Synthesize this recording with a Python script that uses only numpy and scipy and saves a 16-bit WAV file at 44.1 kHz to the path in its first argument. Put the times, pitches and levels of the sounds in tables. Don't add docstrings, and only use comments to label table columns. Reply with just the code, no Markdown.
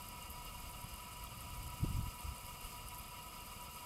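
import sys
import numpy as np
from scipy import signal
from scipy.fft import rfft, irfft, next_fast_len
from scipy.io import wavfile
from scipy.ndimage import uniform_filter1d

SR = 44100
rng = np.random.default_rng(int(sys.argv[2]) if len(sys.argv) > 2 else 0)


def attenuation_scalar(level_db):
    decades = np.asarray(level_db, float) / 20
    return 10 ** decades


def unload_wav(signal):
    wavfile.write(
        sys.argv[1],
        SR,
        np.round(np.clip(np.atleast_2d(signal).T, -1, 1) * 32767).astype(np.int16),
    )


N = 169785


def evened(x):
    return x / np.sqrt(np.mean(x ** 2) + 1e-20)


def noise():
    return rng.standard_normal(N)


def curve(points):
    t_s, value = np.transpose(points)
    return np.interp(np.arange(N) / SR, t_s, value)


def colour(x, gain):
    size = next_fast_len(len(x))
    f_hz = np.fft.rfftfreq(size, 1 / SR)
    return irfft(rfft(x, size) * gain(f_hz), size)[:len(x)]


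def table(points):
    f_hz, level_db = np.transpose(points)
    log_f = np.log(np.r_[f_hz[0] / 2, f_hz, f_hz[-1] * 1.5])
    level_db = np.r_[level_db[0] - 30, level_db, level_db[-1] - 24]
    return lambda hz: attenuation_scalar(np.interp(np.log(hz + 1), log_f, level_db))


def drift(top_hz, low_hz):
    count, stride = 8192, 32
    hz = np.fft.rfftfreq(count, stride / SR)
    gain = hz / (hz + low_hz) / np.sqrt(hz + 1) / (1 + (hz / top_hz) ** 4)
    slow = irfft(rfft(rng.standard_normal(count)) * gain)
    return evened(np.interp(np.arange(N) / stride, np.arange(count), slow))


def add(mix, t_s, sound):
    part = mix[round(t_s * SR):][:len(sound)]
    part += sound[:len(part)]


def hum():
    # [f/Hz, level/dB]
    hum_colour = [(60, -6.5), (130, -2), (210, -3.5), (280, -12), (330, -9.5), (390, -16), (480, -12),
                  (560, -17.5)]
    return attenuation_scalar(-61.5) * evened(colour(noise(), table(hum_colour)))


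def breeze():
    # [t/s, level/dB]
    breeze_level = [(0, -56), (.3, -54.5), (.6, -51), (.9, -55.5), (1.1, -58), (1.25, -53.5), (1.42, -53),
                    (1.55, -49.5), (1.8, -53.5), (1.85, -41), (2.0, -43.5), (2.09, -56), (2.12, -58),
                    (2.28, -53), (2.37, -58), (2.85, -53.5), (3.15, -57), (3.85, -59.5)]
    # [f/Hz, density/dB per Hz]
    rumble_colour = [(15, -6), (40, -2.5), (80, -6), (130, -11), (200, -19.5), (300, -25.5)]
    lumps_db, lumps_hz, steadiness = 1.5, 25, 0.66
    rumble = evened(colour(noise(), table(rumble_colour)))
    rumble /= (uniform_filter1d(rumble ** 2, size=2500) + 0.039) ** (steadiness / 2)
    return evened(rumble) * attenuation_scalar(curve(breeze_level) + lumps_db * drift(lumps_hz, low_hz=5 * 0.084))


def eddies():
    # [t/s, peak level/dB, swing rate/Hz, length/s]
    eddy_events = [(0.287, -48.5, 70, 0.043), (.575, -43.5, 45.5, .05), (.835, -42, 93, 0.024),
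                   (0.917, -48.5, 60, 0.041), (1.21, -42, 50, .05), (1.521, -44, 71, 0.033),
                   (1.58, -42.5, 59.4, .035), (1.657, -43, 70, 0.033), (1.725, -41, 70, .03),
                   (1.799, -44, 163, .022), (1.818, -30, 85, 0.027), (1.83, -30, 202, .026),
                   (1.856, -34, 55, 0.026), (1.866, -36, 45, 0.0255), (1.897, -33.5, 108, 0.0201),
                   (1.93, -35.5, 50, 0.032), (1.955, -34, 60, 0.0245), (1.981, -30, 101, 0.0218),
                   (2.001, -37.5, 80, 0.0212), (2.025, -40, 70, 0.031), (2.058, -36.5, 129, .018),
                   (2.072, -37.5, 55, .024), (2.23, -40.5, 60, 0.041), (2.275, -36.5, 69, .03),
                   (2.305, -40, 81, .03), (2.433, -46, 59.6, 0.027), (2.513, -45, 59.5, 0.03),
                   (2.63, -38.5, 44.5, 0.036), (2.836, -52, 59.5, 0.038), (2.985, -44.5, 54.7, 0.04)]
    quicken, roughness, peak_power = 1.8, 0.16, 0.69
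    overtone_db, overtone_ratio = -3, 1.62
    out = np.zeros(N)
    for t_s, peak_db, swing_hz, length_s in eddy_events:
        u = np.arange(0, length_s, 1 / SR) / length_s
        wobble = evened(uniform_filter1d(rng.standard_normal(4000), size=300))[:len(u)]
        rate_hz = swing_hz * quicken ** (2 * u - 1) * np.exp(roughness * wobble)
        phase = 2 * np.pi * (np.cumsum(rate_hz) / SR - swing_hz * length_s / 2)
        swing = np.cos(phase) + attenuation_scalar(overtone_db) * u * np.cos(overtone_ratio * phase)
        envelope = np.sin(np.pi * u ** peak_power) ** 2
        add(out, t_s, -attenuation_scalar(peak_db) * envelope * swing)
    return out


def bubbles():
    # [t/s, peak level/dB, pitch/Hz]
    bubble_events = [
        (1.270, -46, 3300),
        (1.424, -56, 3400),
        (2.29, -56, 3360),
        (3.04, -51, 3380),
    ]
    decay_s, rise, trim_db = 0.0017, 0.1, -5
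    out = np.zeros(N)
    u = np.arange(900) / SR / decay_s
    for t_s, peak_db, pitch_hz in bubble_events:
        turns = pitch_hz * decay_s * u * (1 + rise * (u - 2) / 10)
        ping = u * np.exp(1 - u) * np.sin(2 * np.pi * turns)
        add(out, t_s, attenuation_scalar(peak_db + trim_db) * ping)
    return out


def splats():
    # [t/s, peak level/dB, pitch/Hz]
    splat_events = [(0.0223, -33.5, 12700), (0.087, -27, 11800), (0.2249, -28, 8900), (0.3037, -28, 13200),
                    (0.4509, -32, 12000), (0.5811, -37, 11400), (0.8694, -43, 10900),
                    (0.9394, -31.5, 11500), (1.1288, -35, 11500), (1.2391, -27, 11600), (1.4096, -33, 9400),
                    (1.5708, -34, 11300), (1.6773, -36, 7770), (1.701, -32.5, 10900),
                    (1.8094, -33.5, 11300), (2.1146, -42, 11600), (2.2074, -30, 11600), (2.236, -31, 9350),
                    (2.381, -31, 9350), (2.4084, -34, 11600), (2.4645, -30, 11100), (2.6493, -31.5, 10500),
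                    (2.73, -38, 7860), (2.8848, -26, 11100), (2.9377, -36, 12600), (2.946, -28, 11200),
                    (2.996, -29, 11800), (3.0804, -35, 11900), (3.4201, -36, 11600), (3.6112, -36, 9180)]
    decay_s, width_hz, trim_db = 0.00084, 2250, -10.5
    out, t = np.zeros(N), np.arange(400) / SR
    for t_s, peak_db, pitch_hz in splat_events:
        crackle = colour(rng.standard_normal(400), lambda f: np.exp(-((f - pitch_hz) / width_hz) ** 2))
        burst = crackle * t * np.exp(-t / decay_s)
        add(out, t_s, attenuation_scalar(peak_db + trim_db) * burst / abs(burst).max())
    return out


def droplets():
    # [f/Hz, level/dB]
    drop_colour = [(4000, -23), (6500, -22), (8500, -7.5), (10000, -8), (11500, -3), (13200, -6.5),
                   (15500, -42)]
    drops_per_s, spread_db, clump_db = 2200, 4, 4
    pitches_hz, decay_cycles = np.geomspace(7000, 15400, 24), 3.7 * 0.87
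    scatter_db, scatter_s = -4, 0.003
    spread = np.minimum(rng.exponential(1, N), 4.5)
    strike = attenuation_scalar(spread_db * spread + clump_db * drift(120, low_hz=5))
    strike *= rng.random(N) < drops_per_s / SR
    kind = rng.integers(0, len(pitches_hz), size=N)
    drops = np.zeros(N)
    for k, hz in enumerate(pitches_hz):
        turns = np.arange(200) * hz / SR
        tick = (1 - np.exp(-turns)) * np.exp(-turns / decay_cycles) * np.sin(2 * np.pi * turns)
        drops += signal.oaconvolve(strike * (kind == k), tick)[:N]
    spatter = rng.standard_normal(800) * np.exp(-np.arange(800) / SR / scatter_s)
    spatter = evened(spatter) / np.sqrt(800)
    drops += attenuation_scalar(scatter_db) * signal.oaconvolve(drops, spatter)[:N]
    return evened(colour(drops, table(drop_colour)))


def jet():
    # [t/s, level/dB]
    flow = [(0.0, -58.5), (1.35, -59), (2.68, -57.5), (2.87, -59.5), (2.88, -58), (2.91, -59),
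            (2.94, -57.5), (3.07, -60), (3.85, -58)]
    # [f/Hz, density/dB per Hz]
    hiss_colour = [(2500, -22), (4000, -12.5), (5800, -8.5), (7800, -3.5), (10100, -8), (11400, -2.5),
                   (13400, -5), (14300, -8)]
    hiss_db, flicker_db, drops_db = -1, 1.24, -3
    flicker = attenuation_scalar(flicker_db * drift(50, low_hz=2.8))
    hiss = evened(colour(noise() * flicker, table(hiss_colour)))
    return attenuation_scalar(curve(flow)) * (attenuation_scalar(hiss_db) * hiss + attenuation_scalar(drops_db) * droplets())


def iron():
    # [f/Hz, width/Hz, level/dB]
    iron_modes = [(530, 120, -16.5), (620.4, 15, -12), (692.5, 8.8, -7), (742.4, 28.3, -10.5), (978, 20.8, 2),
                  (1073, 174, -17), (1207, 68, -9), (1289, 61, -5.5), (1540, 100, -29), (840, 90, -24),
                  (1790, 110, -24.5), (1950, 35, -16.5), (2203, 82, -13), (2425, 150, -14.5),
                  (2689, 34, -11.5), (2752, 51, -15), (2830, 29, -5), (2983, 27, -11), (3064, 120, -17),
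              (3380, 140, -20), (3785, 137, -21), (4306, 250, -23), (4720, 310, -26.5), (4896, 220, -15.5),
              (5244, 210, -24.5), (6300, 150, -24), (7750, 260, -22.5), (9180, 700, -24)]
    ring_db, surge_db, surge_hz, shared = -53, 1.36, 21, 0.49
    skirt, settle = 1.35, 0.5
    together, out = drift(surge_hz, low_hz=6.7), np.zeros(N)
    for mode_hz, width_hz, level_db in iron_modes:
        alone = drift(surge_hz, low_hz=2.3)
        push = noise() * attenuation_scalar(surge_db * (shared * together + (1.5 - shared) * alone))
        ring = colour(push, lambda f: (1 + (2 * (f - mode_hz) / width_hz) ** 2) ** (-skirt / 2))
        swell = uniform_filter1d(ring ** 2, size=6000) / np.mean(ring ** 2)
        out += attenuation_scalar(level_db) * ring / (swell + 0.05) ** (settle / 2)
    return attenuation_scalar(ring_db) * evened(out)


def scene():
    mix = hum() + breeze() + eddies() + bubbles() + splats() + jet() + iron()
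    return mix[None]


def band_limit(x):
    return signal.sosfilt(signal.butter(12, 15710, fs=SR, output="sos"), x)


def record(dry):
    bass_cut = signal.butter(2, 22, "high", fs=SR, output="sos")
    top_cut = signal.firwin(801, 15790, window=("kaiser", 9), fs=SR)
    mix = signal.oaconvolve(signal.sosfilt(bass_cut, dry), top_cut[None], "same")
    return band_limit(mix)


dry = scene()
out = record(dry)
unload_wav(out)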